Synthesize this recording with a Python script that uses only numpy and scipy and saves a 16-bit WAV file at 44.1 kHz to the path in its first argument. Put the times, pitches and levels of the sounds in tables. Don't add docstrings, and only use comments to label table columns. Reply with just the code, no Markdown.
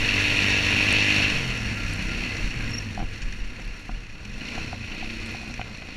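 import sys
import numpy as np
from scipy import signal
from scipy.fft import rfft, irfft
from scipy.io import wavfile

SR = 44100
rng = np.random.default_rng(int(sys.argv[2]) if len(sys.argv) > 2 else 0)


def materialize(psi):
    bounded = np.clip(np.atleast_2d(psi).T, -1, 1)
    quanta = np.round(bounded * 32767).astype(np.int16)
    wavfile.write(sys.argv[1], SR, quanta)


def rack_gain(trim_db):
    fader = np.asarray(trim_db, float)
    return 10 ** (fader / 20)


N = 262836

# [f/Hz, width/Hz, level/dB]
HOUSING = [(1440, 51, -2), (1696, 88, 5.5), (2050, 51, 2.5), (2390, 68, 3), (2501, 60, 7), (2615, 64, 4.5),
           (2740, 135, 6), (2667, 500, 5), (2900, 73, 5.5), (3200, 72, 1), (3740, 220, -0.5), (3730, 66, 7),
           (4313, 560, 11), (4955, 127, -12.5), (5597, 440, 8.5), (7020, 1160, 2.5), (8270, 370, -6),
           (9520, 1200, 5), (14300, 500, 2)]


def rms_one(x):
    return x / np.sqrt(np.mean(x ** 2) + 1e-20)


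def in_time(rows):
    s, *columns = np.transpose(rows)
    return [np.interp(np.arange(N) / SR, s, column) for column in columns]


def at_hz(points, hz):
    points = np.array(points)
    return np.interp(np.log(hz), np.log(points[:, 0]), points[:, 1])


def drift(rate):
    step = 40
    r = np.exp(-2 * np.pi * rate * step / SR)
    slow = signal.lfilter([1], [1, -2 * r, r * r], rng.standard_normal(N // step + 2002))[2000:]
    return np.interp(np.arange(N) / step, np.arange(len(slow)), rms_one(slow))


def colour(x, spectrum, bumps=()):
    size = 2 ** 19
    hz = np.arange(1, size // 2 + 2) * SR / size
    db = at_hz(spectrum, hz)
    db = db - 30 * np.clip(np.log2(spectrum[0][0] / hz), 0, 3)
    db = db - 30 * np.clip(np.log2(hz / spectrum[-1][0]), 0, 3)
    for centre_hz, width, bump_db in bumps:
        db = db + bump_db / (1 + (2 * (hz - centre_hz) / width) ** 2)
    cepstrum = irfft(np.log(rack_gain(db)), size)
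    cepstrum[1:size // 2] *= 2
    cepstrum[size // 2 + 1:] = 0
    return irfft(rfft(x, size) * np.exp(rfft(cepstrum)), size)[..., :N]


def ring(clicks, hz, t60):
    r, w = rack_gain(-60 / (t60 * SR)), 2 * np.pi * hz / SR
    return signal.lfilter([0, np.sin(w)], [1, -2 * r * np.cos(w), r * r], clicks + 1e-18)


def swell(start, end, db, rise, fall, floor_db):
    t = np.arange(0, N, 20)[:, None] / SR
    before, after = np.clip(start - t, 0, None), np.clip(t - end, 0, None)
    level = np.max(db - rise * before - fall * after, axis=1)
    return np.interp(np.arange(N) / SR, t[:, 0], np.maximum(level, floor_db))


def exhaust(cycle_hz, cycles, upper_db, roar_db, drone_db):
    # [multiple of the cycle, level at full speed/dB, level at low speed/dB]
    order_levels = [(5, -5, -10), (6, 0, -7), (7, -15, -2), (8, -10, -8), (9, -10, -7), (10, -13, -6),
                    (12, -12, -16), (11, -15, -10), (14, -16, -19), (16, -12, -22), (18, -19, -30),
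                    (13, -15, -20), (15, -16, -21), (19, -15, -30), (20, -15, -30), (21, -16, -30),
                    (23, -16, -30)]
    # [f/Hz, level per Hz/dB]
    roar_spectrum = [(26, -25.5), (45, -0.5), (103, -6.5), (156, -10.5), (221, -7), (307, -16.5),
                     (400, -25.5), (520, -34.5), (880, -120)]
    # [f/Hz, level per Hz/dB]
    drone_spectrum = [(180, -22), (300, -5.5), (333, -9.5), (698, -11), (784, -11.5), (875, -15.5),
                      (963, -11.5), (1300, -14.5), (1400, -6.5), (1820, -20.5), (3080, -120)]
    # [f/Hz, width/Hz, level/dB]
    panel_bumps = [(190, 240, 0.5), (476, 41, 5), (688, 12, -4)]
    low_speed_hz, full_speed_hz = 40, 48
    fast = np.clip((cycle_hz - low_speed_hz) / (full_speed_hz - low_speed_hz), 0, 1)

    def order(k, db):
        level = rack_gain(db + (2 - fast) * drift(12))
        turns = k * cycles + .25 * rng.random() + (.045 - .03 * fast) * drift(8)
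        return level * np.sqrt(2) * np.sin(2 * np.pi * turns)

    tones = sum(order(k, boom(k)) for k in (2, 3, 4))
    for k, full_db, slow_db in order_levels:
        usual_db = upper_db + fast * full_db + (1 - fast) * slow_db
        tones = tones + order(k, np.maximum(boom(k), usual_db))
    puff = (1 + 0.053 * np.cos(2 * np.pi * cycles)) * rack_gain(1.2 * drift(6.5))
    roar = rms_one(colour(puff * rng.standard_normal(N), roar_spectrum, panel_bumps))
    drone = rms_one(colour(puff * rng.standard_normal(N), drone_spectrum, panel_bumps))
    turn_loss_db = 2.5 * np.clip((np.arange(N) / SR - 3.3) / 1.3, 0, 1)
    return tones + rack_gain(roar_db - 3.0 - turn_loss_db) * roar + rack_gain(drone_db - 1.47) * drone


def boom(k):
    SECOND, THIRD, FOURTH, FIFTH, SIXTH, SEVENTH, EIGHTH, NINTH, TENTH, ELEVENTH = range(2, 12)
    # [start t/s, end t/s, multiple of the cycle, level/dB]
    pipe_booms = [(0, 1.29, SECOND, -33.5), (1.1, 1.32, SIXTH, -38), (.8, 1.28, THIRD, -44),
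                  (.38, 1.25, FOURTH, -40), (0, .3, FIFTH, -42), (.05, .3, FOURTH, -43),
                  (2.3, 2.5, THIRD, -40), (.75, 1.28, FIFTH, -40), (1.36, 1.62, THIRD, -35),
                  (1.62, 1.97, THIRD, -34), (1.32, 1.5, FOURTH, -44), (1.95, 2.2, SECOND, -42),
                  (2.0, 2.25, THIRD, -43), (2.1, 2.27, SEVENTH, -43), (2.02, 2.5, TENTH, -49),
                  (2.56, 3.04, FOURTH, -38), (2.38, 2.56, FOURTH, -43), (1.8, 1.95, NINTH, -46),
                  (2.72, 2.95, NINTH, -46), (2.55, 2.9, ELEVENTH, -51), (2.3, 2.6, EIGHTH, -48),
                  (1.85, 2.15, FIFTH, -44), (4.28, 4.45, NINTH, -47), (3.02, 3.35, FIFTH, -43),
                  (3.55, 4.1, SIXTH, -51), (4.26, 4.42, FIFTH, -46), (4.45, 4.58, SEVENTH, -45),
                  (4.6, 4.87, THIRD, -42), (4.6, 4.86, FOURTH, -43), (4.3, 4.85, EIGHTH, -48),
                  (5.02, 5.38, SEVENTH, -43.5), (4.4, 4.62, TENTH, -50), (5.1, 5.5, ELEVENTH, -55),
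                  (4.9, 5.35, TENTH, -50), (5.3, 5.45, SECOND, -45), (5.05, 5.35, THIRD, -46),
                  (5.47, 5.75, FOURTH, -45), (5.5, 5.62, EIGHTH, -45), (5.6, 5.8, THIRD, -48)]
    floor_db, fade = -58, 220
    rows = [(start, end, db) for start, end, order, db in pipe_booms if order == k]
    start, end, db = np.transpose(rows + [(0, 0, floor_db)])
    return swell(start, end, db, fade, fade, floor_db - 10 * (k > 4))


def clatter(cycles, repeat_share, level_db, bright_db, lower_db):
    # [f/Hz, level per Hz/dB]
    clatter_spectrum = [(900, -27), (1300, -23), (2000, -9), (3000, -17), (4000, -24.5), (6000, -26),
                        (8000, -35.5), (11000, -42.5), (15000, -49)]
    # [f/Hz, width/Hz, share added]
    turned_bumps = [(2010, 150, 0.28), (2480, 220, 0.23), (2840, 300, -0.21), (4150, 320, 0.35),
                    (1700, 360, -0.16), (5000, 240, 0.22)]
    count = 320
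    slot = np.floor(cycles * count).astype(int)
    pattern = rng.standard_normal(count) * rack_gain(3.5 * rng.standard_normal(count))
    pattern = 0.79 * np.roll(pattern, count // 2) + pattern
    pattern = pattern - pattern.mean()
    repeated = rms_one(np.diff(slot, prepend=slot[0]) * pattern[slot % count])
    loose = rms_one(rng.standard_normal(N) * rack_gain(0.24 * drift(460.0)))
    hits = np.sqrt(repeat_share) * repeated + np.sqrt(1 - repeat_share) * loose
    hits *= rack_gain(0.43 * drift(15.0))
    crank = np.cos(2 * np.pi * cycles)
    hits *= 1 + .5 * crank ** 12 + .08 * crank

    turn_s, turn_takes_s, cover_gain_db, case_loss_db = 4.17, 0.31, 2, 1
    turned = np.clip((np.arange(N) / SR - turn_s) / turn_takes_s, 0, 1)
    rest = rms_one(colour(hits, clatter_spectrum, HOUSING))
    added = sum(share * signal.lfilter(*signal.iirpeak(hz, hz / width, SR), rest)
                for hz, width, share in turned_bumps)
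    rest = rest + turned * added

    out = 0
    for edge_hz in (1550, 2250, 3450, 4950, 6500, 8300, 11500, 20000):
        band = signal.sosfiltfilt(signal.butter(2, edge_hz, fs=SR, output="sos"), rest)
        rest = rest - band
        balance_db = bright_db * (edge_hz > 4000)
        balance_db = balance_db + (lower_db + 4.5 - case_loss_db * turned) * (edge_hz < 3000)
        balance_db = balance_db + cover_gain_db * turned * (edge_hz == 4950)
        out = out + band * rack_gain(balance_db + .4 * drift(4) + 1.0 * drift(14) + 1.1 * drift(80))
    return rack_gain(level_db) * out


def flares():
    # [t/s, peak level/dB]
    snaps = [(0.0458, -6), (0.0872, -5), (0.139, -11), (0.2389, -12), (0.2713, -17), (0.4224, -22),
             (0.7236, -8), (0.8046, -21), (0.9448, -20), (1.0251, -10), (1.1024, -6), (1.224, -17),
             (1.245, -3.5), (1.8297, -24), (1.8956, -30), (1.9814, -19), (2.0118, -21), (2.0901, -23),
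             (2.143, -22), (2.1799, -16), (2.2373, -22), (2.5765, -29), (2.6748, -25), (3.0859, -26),
             (3.2789, -25), (4.4076, -18), (4.4523, -25), (4.4822, -20), (4.8379, -23), (4.8728, -27),
             (4.917, -18), (5.0045, -33), (5.0355, -28), (5.0988, -17.5), (5.2225, -32), (5.4575, -28)]
    # [f/Hz, level per Hz/dB]
    flare_spectrum = [(1900, -2.5), (2500, 1), (3300, -8), (4300, -15), (6000, -26)]
    s, peak_db = np.transpose(snaps)
    kicks = np.zeros(N)
    kicks[(s * SR).astype(int)] = rack_gain(peak_db - 13)
    r = np.exp(-1 / (0.0083 * SR))
    noise = rms_one(colour(rng.standard_normal(N), flare_spectrum, HOUSING))
    soft_kicks = signal.lfilter([.02], [1, -.98], kicks + 1e-18)
    return noise * signal.lfilter([1], [1, -r], soft_kicks)


def whine():
    # [middle t/s, length/s, f/Hz, level/dB]
    gear_tones = [(.5, .4, 1870, -37), (1.05, .3, 1680, -41), (.5, .2, 1390, -44), (1.82, .07, 1385, -38),
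                  (1.93, .05, 1390, -41), (2.11, .05, 1385, -41), (1.55, .1, 1400, -44),
                  (1.0, .25, 2750, -31), (.62, .2, 2745, -33), (.9, .18, 2955, -35), (.75, .12, 2855, -33),
                  (1.27, .06, 2600, -30), (1.24, .08, 2500, -33), (1.85, .35, 2020, -44),
                  (2.33, .1, 2030, -37), (2.62, .08, 1600, -43), (2.5, 1.1, 155, -44), (2.1, .25, 193, -37),
                  (1.56, .25, 200, -34), (3.6, .025, 522, -43)]
    t, out = np.arange(N) / SR, np.zeros(N)
    for s, length, hz, db in gear_tones:
        level = rack_gain(db - 24 * ((t - s) / length) ** 4) * (.7 + .35 * drift(25))
        out += level * np.sin(2 * np.pi * np.cumsum(hz * (1 + .006 * drift(25))) / SR)
    return out


def ruts():
    # [t/s, bounce level/dB, heave level/dB]
    rut_hits = [(0.0, -23, -31), (.12, -41, -36), (.3, -48, -35), (.62, -38, -40), (.74, -34, -55.5),
                (.95, -39, -36), (1.16, -43, -52), (1.34, -30, -30), (1.5, -26, -44), (1.64, -34, -37.5),
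                (1.86, -21.5, -38), (2.04, -22, -36), (2.18, -26, -41), (2.44, -18, -29),
                (2.62, -21.5, -32), (3.02, -21, -28.5), (3.25, -22.5, -29.5), (3.42, -22.5, -28.5),
                (3.68, -22.5, -41), (3.93, -22.5, -42), (4.1, -43, -37.5), (4.33, -29.5, -36),
                (4.58, -31, -35), (4.9, -40, -36), (5.02, -43, -33), (5.18, -31, -40), (5.31, -39, -50),
                (5.6, -33, -47), (5.71, -44, -50), (5.84, -49, -48)]
    s, bounce, lift = np.transpose(rut_hits)
    bounce_db = swell(s, s, bounce, rise=250.5, fall=167, floor_db=-42.5)
    late = s + 0.02
    heave_db = swell(late, late, lift, rise=200, fall=131, floor_db=-49.5)
    wave = np.sin(2 * np.pi * np.cumsum(38 * (1 + .07 * drift(5))) / SR)
    lumps = rms_one(colour(rng.standard_normal(N), [(20, -1), (34, 0), (44, -10)]))
    heave = np.sin(2 * np.pi * np.cumsum(15.0 * (1 + 0.206 * drift(2.8))) / SR)
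    return rack_gain(bounce_db) * (0.82 * wave + 0.19 * lumps) + 1.8 * rack_gain(heave_db) * heave


def knocks():
    # [t/s, peak level/dB, bright share/dB, deep share/dB, rim share/dB]
    blow_times = [(2.224, -44, -4, -8, -3), (2.976, -29, -10, -18, -2), (2.991, -35, -6, -2, 0),
                  (3.001, -30.5, -6, -6, 0), (3.014, -35, -14, -9, 2), (3.026, -33.5, -4, 5.5, 0),
                  (3.595, -45, 8, 0, 0), (3.8925, -34.5, -22, 0.5, 7.5), (4.578, -32, -13, -23, 2.5),
                  (4.729, -31, -22, -10, 4), (5.027, -33.5, -8, -9, -4), (5.346, -35.5, -23, -7, 2),
                  (5.432, -40, -15, -8, 0), (5.498, -43, -8, -10, 4), (5.594, -30.5, -27.5, -8, 3),
                  (5.613, -34, 5.5, -17, -1), (5.821, -46, 9.5, -12, -2), (5.886, -47, -14, -14, 11)]
    # [f/Hz, level/dB, t60/s]
    body_modes = [(729, -7.5, 0.08), (770, 3, 0.03)]
    # [f/Hz, level/dB, t60/s]
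    rim_modes = [(1006, -7, 0.017), (1210, -10, 0.02), (1440, -3.5, 0.015)]
    # [f/Hz, level/dB, t60/s]
    deep_modes = [(223, 0, 0.1), (317, 7.5, 0.04), (497, -3, 0.026)]
    # [f/Hz, level/dB, t60/s]
    bright_modes = [(1530, -14.5, 0.032), (2110, -10, 0.013), (2420, -5.5, 0.017), (2960, -13.5, 0.032)]
    rebound_s, rebound_db = 0.0013, -2.5
    s, peak_db, bright_db, deep_db, rim_db = np.transpose(blow_times)
    out = np.zeros(N)
    for modes, share_db, contact_hz in (
            (body_modes, -2.5, 1500), (rim_modes, rim_db + 0.5, 1700),
            (deep_modes, deep_db - 2.0, 800), (bright_modes, bright_db + 10.5, 3600)):
        blows = np.zeros(N)
        blows[(s * SR).astype(int)] = rack_gain(peak_db + share_db)
        if contact_hz < 1600:
            blows[((s + rebound_s) * SR).astype(int)] = rack_gain(peak_db + share_db + rebound_db)
        else:
            blows = np.roll(blows, int(rebound_s * SR))
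        blows = signal.sosfilt(signal.butter(2, contact_hz, fs=SR, output="sos"), blows)
        out += sum(rack_gain(db) * ring(blows, hz, t60) for hz, db, t60 in modes)
    return out


def jolts():
    # [t/s, peak level/dB, length/s]
    jolt_times = [(2.367, -35, 0.0065), (2.946, -42, 0.0057), (3.176, -48, 0.0037), (3.2185, -37, 0.0093),
                  (3.323, -37, 0.0042), (3.5994, -45, 0.0055), (4.217, -52, 0.004), (4.25, -41, 0.0046),
                  (4.316, -59, 0.0044), (4.58, -41, 0.0043), (5.539, -32.5, 0.0024), (5.772, -36, 0.0022),
                  (5.894, -55, 0.0034)]
    spectrum = [(1700, 15), (2500, 9.5), (4000, 1.5), (6000, 5.0), (9000, -11), (14000, -44)]
    out, n = np.zeros(N), np.arange(1500)
    for s, peak_db, length in jolt_times:
        rattle = rng.standard_normal(1500) * np.minimum(n / 60, 1) * np.exp(-n / (length * SR))
        out[int(s * SR):int(s * SR) + 1500] += rack_gain(peak_db) * rattle
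    return colour(out, spectrum, HOUSING)


def grit():
    # [t/s, peak level/dB, centre f/Hz]
    grains = [(0.4144, -37, 8930), (0.927, -18, 8300), (1.575, -35, 8650), (1.936, -26, 8900),
              (2.0243, -39, 8830), (2.6898, -45, 9600), (2.7085, -39, 8820), (2.8215, -46, 9690),
              (2.9078, -54, 9700), (3.2764, -55, 9430), (3.314, -47, 9590), (3.3378, -47, 9050),
              (3.4989, -57, 9130), (3.6536, -52, 10100), (3.675, -48, 8910), (3.7748, -49, 9380),
              (3.7963, -47, 8890), (3.8132, -49, 9460), (3.8234, -57, 8830), (4.3834, -58, 9510),
              (4.8234, -58, 9010), (4.9094, -58, 10500), (4.9434, -50, 8900), (5.2204, -52, 9120),
              (5.26, -37, 8900), (5.2714, -40, 8800), (5.3163, -44, 10000), (5.3264, -51, 9770),
              (5.4714, -57, 9100), (5.4884, -44, 8890)]
    out, fall = np.zeros(N), np.exp(-np.arange(400) / (0.0008 * SR))
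    for s, peak_db, hz in grains:
        band = signal.butter(3, [hz / 1.25, hz * 1.25], "band", fs=SR, output="sos")
        burst = signal.sosfilt(band, rng.standard_normal(400) * fall)
        out[int(s * SR):int(s * SR) + 400] += rack_gain(peak_db) * burst / np.abs(burst).max()
    return out


def brake():
    # [start t/s, end t/s, level/dB]
    slips = [
        (2.72, 2.72, -36),
        (2.735, 2.72, -26),
        (2.74, 2.747, -27.5),
        (2.754, 2.753, -28),
        (2.766, 2.764, -36),
        (2.772, 2.782, -40),
        (2.784, 2.788, -25.5),
        (2.808, 2.809, -41),
        (2.815, 2.824, -48),
    ]
    s, end, slip_db = np.transpose(slips)
    t = np.arange(N) / SR
    db = swell(s, end, slip_db, rise=2300, fall=3300, floor_db=-120)
    hz = 5520 + 540 * np.clip(t - s[0], 0, s[-1] - s[0])
    phase = 2 * np.pi * np.cumsum(hz * (1 + .011 * drift(150))) / SR
    tone = rack_gain(db + 1.5 * drift(90)) * np.sin(phase)
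    octave_on = (t > 2.734) & (t < 2.797)
    octave = rack_gain(db / 2 - 41 + 4 * drift(200)) * octave_on * np.sin(2 * phase)
    return tone + octave


def scene():
    # [t/s, firing cycles f/Hz]
    speed_curve = [(0, 49.7), (.62, 49.2), (.9, 50.7), (1.3, 50.6), (1.37, 46), (1.57, 38), (1.8, 33),
                   (1.98, 30.9), (2.26, 35), (3.05, 21.6), (3.5, 17.2), (4.1, 16.5), (4.57, 32.4),
                   (4.85, 28.6), (5.02, 31.8), (5.4, 32.9), (5.53, 29.7), (5.96, 28)]
    # [t/s, load level/dB, throttle 0-1]
    load_curve = [(0, -26, 0.76), (.4, -25.5, 0.95), (1.22, -25, 0.96), (1.38, -28.5, 0.63),
                  (1.62, -31.5, 0), (1.96, -32.5, 0), (2.21, -33, 0.8), (2.62, -34.5, 0), (3.0, -40, 0.14),
                  (3.8, -42, 0), (4.1, -45.5, 0.55), (4.25, -43.5, 0.05), (4.55, -35, 0.57),
                  (4.78, -40.5, 0.53), (5.0, -39, 0.98), (5.3, -36.5, 0.28), (5.58, -41, 0.46),
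                  (5.96, -42.5, 0.82)]
    cycle_hz, = in_time(speed_curve)
    load_db, throttle = in_time(load_curve)

    def follow(middle_db, per_load_db, full_throttle_db, per_octave_db):
        effort_db = per_load_db * (load_db + 35) + full_throttle_db * np.clip(throttle, 0, 1.2)
        return middle_db + effort_db + per_octave_db * np.log2(cycle_hz / 30)

    clatter_db = follow(-42, 1.1163, 12, 0.36)
    bright_db = follow(-35, 1.027, 0.5, -1.04)
    lower_db = follow(-39.5, 1.08, -1.15, -2.1)
    roar_db = follow(-33.5, 0.41, -4, 3.5)
    drone_db = follow(-43.5, 0.67, 0.5, 1.5)
    upper_db = follow(-54.5, 0.67, 11.5, -1.5)
    cycles = np.cumsum(cycle_hz * (1 + .002 * drift(8.0))) / SR
    engine = exhaust(cycle_hz, cycles, upper_db, roar_db, drone_db)
    engine = engine + clatter(cycles, 0.15, clatter_db, bright_db - clatter_db, lower_db - clatter_db)
    engine = engine + flares() + whine()
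    return (engine + ruts() + knocks() + jolts() + grit() + brake())[None]


def top_cut(x):
    return signal.sosfilt(signal.butter(12, 15690, fs=SR, output="sos"), x)


def record(dry):
    dull = signal.sosfilt(signal.cheby2(8, 16, 15150, fs=SR, output="sos"), dry)
    return top_cut(dull)


dry = scene()
out = record(dry)
materialize(out)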